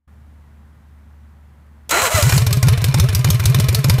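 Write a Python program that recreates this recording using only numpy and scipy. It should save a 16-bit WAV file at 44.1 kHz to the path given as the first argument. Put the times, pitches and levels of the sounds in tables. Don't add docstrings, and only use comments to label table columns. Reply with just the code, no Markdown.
import sys
import numpy as np
from scipy import signal
from scipy.fft import rfft, irfft
from scipy.io import wavfile
from scipy.ndimage import uniform_filter1d

SR = 44100
rng = np.random.default_rng(int(sys.argv[2]) if len(sys.argv) > 2 else 0)


def wrap_up_sound(samples):
    columns = np.atleast_2d(samples).T
    tamed = np.clip(columns, -1, 1)
    steps = np.round(tamed * 32767).astype(np.int16)
    wavfile.write(sys.argv[1], SR, steps)


N = 176400
T = np.arange(N) / SR

# start_s, chuff_db, bark_db, boom_db
CRANK_STROKES = [(2.022, -38, -33, -21), (2.143, -25, -32, -5)]
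FIRST_HARD_STROKES = [(2.322, -13.5, -14.5, -6), (2.627, -10, -17.5, -4.5), (2.941, -11, -16.5, -7),
                      (3.244, -11, -15, -6.5), (3.544, -11, -13, -7), (3.842, -10.5, -15, -7.5)]
FIRST_WEAK_STROKES = [(2.292, -13.5, -20, -17), (2.464, -13.5, -23, -6), (2.774, -23.5, -25, -9),
                      (3.086, -20.5, -23, -8), (3.395, -17.5, -23.5, -8), (3.684, -14.5, -22.5, -5.5),
                      (3.982, -22, -23, -7.5)]
SECOND_STROKES = [(2.224, -7, -19, -7), (2.377, -8, -18.5, -10.5), (2.527, -6.5, -26, -12),
                  (2.683, -9.5, -16, -6.5), (2.841, -7.5, -19, -11), (2.997, -7.5, -19, -6.5),
                  (3.148, -7, -36, -10.5), (3.302, -5.5, -23, -10), (3.455, -5, -18, -6.5),
                  (3.598, -9, -22.5, -9.5), (3.746, -6, -22, -13), (3.896, -6.5, -13, -7)]
# open_hz, shut_hz, glide_s, decay_s, shut_s, swell_db
CRANK_BOOM = (80, 110, .04, .025, .045, -50)
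HARD_BOOM = (91, 143, .036, .083, .039, -9.5)
WEAK_BOOM = (80, 128, .05, .04, .046, -10.5)
SECOND_BOOM = (74, 132, .053, .16, .04, -8.5)
# rise_s, hold_s, decay_s
HARD_CHUFF, WEAK_CHUFF = (.0019, .0041, .0036), (.002, .0078, .0047)
SECOND_CHUFF = (.0014, .0028, .0046)
# frequency_hz, relative_db
CHUFF_EQ = [(600, -18), (1500, -12), (2500, -5), (3700, -1), (5500, 1.5), (7500, -3.5), (10000, -4),
            (13500, -3), (16000, -16)]
BARK_EQ = [(120, 4.5), (300, 5.5), (550, 5), (800, -1), (1100, 2.5), (2000, 2), (3000, -5.5), (6000, -29)]
CLATTER_EQ = [(100, 21), (250, -3), (400, -0.5), (650, 2.5), (850, -4.5), (1150, 1), (1600, -3),
              (2400, 4.5), (3300, -4), (4300, -7), (6000, -15.5), (9000, -13), (13500, -21), (16000, -48)]
GRIND_EQ = [(100, -19), (250, -14), (400, 3), (700, 3.5), (1000, 6.5), (1400, 1), (2200, 5.5), (3200, -3.5),
            (5000, -34), (9000, -35)]
SCRAPE_EQ = [(1200, -31), (2800, 0), (4100, -3.5), (5200, -3), (7500, 3.5), (9500, -4), (13200, -5),
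             (16000, -12.5)]
YARD_EQ = [(20, -40), (45, 3), (60, -4), (100, 3), (150, -1), (220, -3.5), (270, -9.5), (400, -17.5),
           (520, -18), (1000, -16.5), (1900, -21.5), (2600, -29), (5000, -37), (14000, -39), (16000, -43)]
# pitch_hz, width_hz, relative_db
BLOCK_MODES = [(1075, 60, -0.5), (1610, 60, -7), (2396, 45, 8), (3000, 50, 3), (3590, 82, 5),
               (4060, 220, 5.5), (5350, 120, -0.5), (5750, 140, -47), (6700, 110, -12)]
FLYWHEEL_MODES = [(712, 12, -7.5), (1396, 35, -4.5), (1477, 35, -6), (1690, 55, -12.5), (1996, 31, -6.5),
                  (4035, 66, -4.5), (6660, 98, -16), (6830, 110, -17), (7900, 100, -13), (13500, 200, -19)]
HOUSING_MODES = [(627, 58, -24)]
# harmonic_number, relative_db
GEAR_HARMONICS = [(2, -40.5), (3, -42.5), (5, -44.5), (6, -45.5), (8, -48)]
# start_s, relative_db, decay_s
SOLENOID_CLACKS = [(1.892, -19, 0.005), (1.908, -15, .005)]
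# time_s, pitch_hz
MESH_PITCH = [(1.91, 280), (1.97, 360), (2.0, 490), (2.04, 545), (2.07, 470), (2.093, 425), (2.105, 600),
              (2.155, 672), (2.19, 605), (2.23, 560), (2.28, 420), (2.45, 330)]
# time_s, grind_db, scrape_db, whine_db
STARTER_FADERS = [(1.899, -44, -54, -67), (1.91, -21.5, -18, -47), (1.931, -17.5, -25.5, -28),
                  (1.975, -17.5, -22.5, -21), (2.0, -19, -25, -31.5), (2.04, -23, -19, -17.5),
                  (2.067, -19, -19.5, -27), (2.093, -29.5, -28.5, -29.5), (2.125, -23.5, -22, -26),
                  (2.186, -22.5, -20, -17.5), (2.215, -27.5, -22.5, -27.5), (2.26, -29.5, -26, -38),
                  (2.37, -32, -24.5, -34.5), (2.42, -46, -36, -63), (2.5, -80, -52, -78)]
WHINE_HARMONICS = [2, 0, -7, -9, -16, -20]

BOOM_RISE_S, SHUT_RISE_S, RING_S, CHOKE_S = .0055, .0085, .0214, .009
PITCH_SPREAD, SWELL_SPREAD_DB, SHUT_SPREAD_S = .025, 1.5, .002
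BOOM_ROUGHNESS, STEEPEN = .1, .06
HISS_DB, HISS_S = -16, .048
LEAK_DB, LEAK_S = -28.5, .0035
TAP_DB, TAP_S, TAP_AFTER_S = -26.5, .0069, .043
KNOCK_DB = -17
TOOTH_SHARE, TOOTH_DECAY, MESH_JITTER = .56, .27, .012
CATCH_S, CATCH_RISE_S = 2.15, .16
BLOCK_DB, CLATTER_DB, RATTLE_DB, RATTLE_PER_S, RATTLE_SPREAD_DB = -41, -31.5, -37.5, 170, 6.5
PUSH_S, LOPE_DB = .049, 1.5
WARM_DB_PER_S = .5
GEAR_HZ, GEAR_SWING, GEAR_WOBBLE = 200.3, .07, .02
GEAR_LAG_S = .05004
WHINE_WAVER_DB, GEAR_WAVER_DB, HUM_WAVER_DB = 2, 4, 1
YARD_DB, HUM_DB, HUM_THIRD_DB, HUM_HZ, HUM_WOBBLE = -51.5, -44, -64, 74, .005
FADE_IN_AT_S, CEILING, HIGH_CUT_HZ = .074, .8, 15600


def firing():
    booms, chuffs, barks, taps = np.zeros((4, N))
    t, cues = T[:SR // 5], strokes()
    ends = [cue[0] for cue in cues[1:]] + [T[-1] + 1]
    for (start, chuff_db, bark_db, boom_db, shape, (rise, hold, decay)), end in zip(cues, ends):
        add(booms, start, boom(t, end - start, boom_db, *shape))
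        flow = burst(t, rise, hold, decay) + amp(HISS_DB) * burst(t, rise, hold, HISS_S)
        add(chuffs, start, amp(chuff_db - 8) * flow * gas(len(t)))
        leak = burst(t, LEAK_S, LEAK_S, LEAK_S)
        add(chuffs, start - LEAK_S, amp(chuff_db + LEAK_DB) * leak * gas(len(t)))
        add(barks, start, amp(bark_db - 5) * flow * gas(len(t)))
        add(taps, start, amp(TAP_DB) * burst(t - TAP_AFTER_S, .00065, .0017, TAP_S) * gas(len(t)))
    knock = amp(KNOCK_DB) * ring(barks, BLOCK_MODES)
    return booms + colour(chuffs + .83 * taps, CHUFF_EQ) + colour(barks + taps, BARK_EQ) + knock


def strokes():
    kinds = [(CRANK_STROKES, CRANK_BOOM, WEAK_CHUFF), (FIRST_HARD_STROKES, HARD_BOOM, HARD_CHUFF),
             (FIRST_WEAK_STROKES, WEAK_BOOM, WEAK_CHUFF), (SECOND_STROKES, SECOND_BOOM, SECOND_CHUFF)]
    return sorted((*cue, shape, chuff) for cues, shape, chuff in kinds for cue in cues)


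def boom(t, gap_s, level_db, open_hz, shut_hz, glide_s, decay_s, shut_s, swell_db):
    detune, swell, late = rng.standard_normal(3)
    shut_s = shut_s + SHUT_SPREAD_S * late
    flutter = unit(uniform_filter1d(rng.standard_normal(len(t)), size=180))
    hz = open_hz + (shut_hz - open_hz) * np.minimum(t / glide_s, 1)
    hz *= 1 + PITCH_SPREAD * detune + BOOM_ROUGHNESS * flutter * (t < shut_s)
    opening = amp(level_db) * ease(t / BOOM_RISE_S)
    opening *= np.exp(-t / decay_s - np.maximum(t - shut_s, 0) / RING_S)
    closing = amp(swell_db + SWELL_SPREAD_DB * swell) * ease((t - shut_s) / SHUT_RISE_S)
    closing *= np.exp(-np.maximum(t - shut_s - SHUT_RISE_S, 0) / RING_S)
    choke = ease((gap_s - t) / CHOKE_S + .5)
    wave = -(opening + closing) * choke * np.sin(2 * np.pi * np.cumsum(hz) / SR)
    return wave + STEEPEN * wave ** 2


def gas(size, ripple_db=2.2):
    spectrum = rfft(rng.standard_normal(size))
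    bumps = unit(uniform_filter1d(rng.standard_normal(len(spectrum)), size=120))
    return unit(irfft(spectrum * amp(ripple_db * bumps), size))


def starter():
    mesh_hz = np.interp(T, *np.transpose(MESH_PITCH)) * (1 + MESH_JITTER * drift(120))
    cycles = np.cumsum(mesh_hz) / SR
    times, *faders = np.transpose(STARTER_FADERS)
    engaged = (T > times[0]) * (T < times[-1])
    grind_gain, scrape_gain, whine_gain = (amp(np.interp(T, times, db)) * engaged for db in faders)
    strikes = unit(np.exp(-(cycles % 1) / TOOTH_DECAY))
    teeth = unit(1 - TOOTH_SHARE + TOOTH_SHARE * strikes * amp(2 * drift(140)))
    tone = sum(amp(db + WHINE_WAVER_DB * drift(20)) * np.sin(2 * np.pi * (k * cycles + rng.random()))
               for k, db in enumerate(WHINE_HARMONICS, 1))
    whine = whine_gain * unit(tone)
    clacks = noise() * sum(amp(db) * burst(T - start, .0037, .0032, decay)
                           for start, db, decay in SOLENOID_CLACKS)
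    blows = grind_gain * teeth * noise() + .43 * clacks
    grind = colour(.84 * blows, GRIND_EQ) + ring(.61 * blows, FLYWHEEL_MODES)
    scrape = colour(scrape_gain * teeth * noise() + clacks, SCRAPE_EQ)
    return grind + scrape + whine + ring(whine, HOUSING_MODES)


def machinery():
    surge = np.zeros(N)
    age = T[:SR // 2] / PUSH_S
    for start, _, _, boom_db, *_ in strokes():
        add(surge, start, amp(boom_db) * age * np.exp(-age))
    running = T > CATCH_S
    surge = np.clip((surge - surge[running].mean()) / surge[running].std(), -2, 2)
    ride_db = LOPE_DB * surge + WARM_DB_PER_S * (T - T[running].mean())
    return (valve_gear() + timing_gears(surge)) * amp(ride_db) * ease((T - CATCH_S) / CATCH_RISE_S)


def valve_gear():
    hits = rng.random(N) < RATTLE_PER_S / SR
    knocks = unit(hits * amp(RATTLE_SPREAD_DB * np.minimum(rng.exponential(1, N), 3)))
    tails = signal.lfilter([1], [1, -np.exp(-1 / (.0039 * SR))], knocks)
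    rattle = unit(tails * noise())
    clatter = colour(amp(CLATTER_DB) * noise() + amp(RATTLE_DB) * rattle, CLATTER_EQ)
    return clatter + amp(BLOCK_DB) * unit(ring(rattle, BLOCK_MODES))


def timing_gears(surge):
    lagged = np.interp(T - GEAR_LAG_S, T, surge)
    cycles = np.cumsum(GEAR_HZ * (1 + GEAR_SWING * lagged + GEAR_WOBBLE * drift(20.7))) / SR
    return sum(amp(db) * unit(amp(GEAR_WAVER_DB * drift(23)) * np.sin(2 * np.pi * k * cycles))
               for k, db in GEAR_HARMONICS)


def yard():
    phase = 2 * np.pi * np.cumsum(HUM_HZ * (1 + HUM_WOBBLE * drift(6.6))) / SR
    hum = amp(HUM_DB) * unit(np.sin(phase) * amp(HUM_WAVER_DB * drift(6)))
    third = amp(HUM_THIRD_DB) * unit(np.sin(3 * phase))
    return hum + third + amp(YARD_DB) * unit(colour(noise(), YARD_EQ))


def amp(db):
    return 10 ** (np.asarray(db) / 20)


def unit(x):
    return x / np.sqrt(np.mean(x ** 2) + 1e-20)


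def noise():
    return rng.standard_normal(N)


def drift(hz):
    return unit(irfft(rfft(noise()) * np.exp(-(np.fft.rfftfreq(N, 1 / SR) / hz) ** 2), N))


def colour(x, curve, size=4096):
    hz, db = np.transpose(curve)
    bins_hz = abs(np.fft.fftfreq(size, 1 / SR))
    log_gain = np.log(amp(np.interp(np.log(bins_hz + 1), np.log(hz + 1), db)))
    taps = np.fft.ifft(np.exp(np.conj(signal.hilbert(log_gain)))).real[:size // 2]
    return signal.oaconvolve(x, taps / np.linalg.norm(taps))[:N]


def ring(x, modes):
    t = T[:SR // 10]
    taps = sum(amp(db) * unit(np.exp(-np.pi * width * t) * np.sin(2 * np.pi * hz * t))
               for hz, width, db in modes)
    return signal.oaconvolve(x, taps / np.sqrt(len(t)))[:N]


def burst(t, rise, hold, decay):
    return np.clip(t / rise, 0, 1) * np.exp(-np.maximum(t - hold, 0) / decay)


def ease(u):
    return np.sin(np.pi / 2 * np.clip(u, 0, 1)) ** 2


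def add(mix, start_s, sound):
    part = mix[round(start_s * SR):][:len(sound)]
    part += sound[:len(part)]


def scene():
    return (yard() + starter() + firing() + machinery())[None]


def record(dry):
    faded = dry * (.03 + .97 * ease((T - FADE_IN_AT_S) / .006))
    clipped = faded / (1 + (faded / CEILING) ** 8) ** (1 / 8)
    lean = signal.sosfiltfilt(signal.butter(2, 38, 'high', fs=SR, output='sos'), clipped)
    high_cut = signal.firwin(301, HIGH_CUT_HZ, window=("kaiser", 8), fs=SR)
    return signal.oaconvolve(lean, high_cut[None], "same")


dry = scene()
out = record(dry)
wrap_up_sound(out)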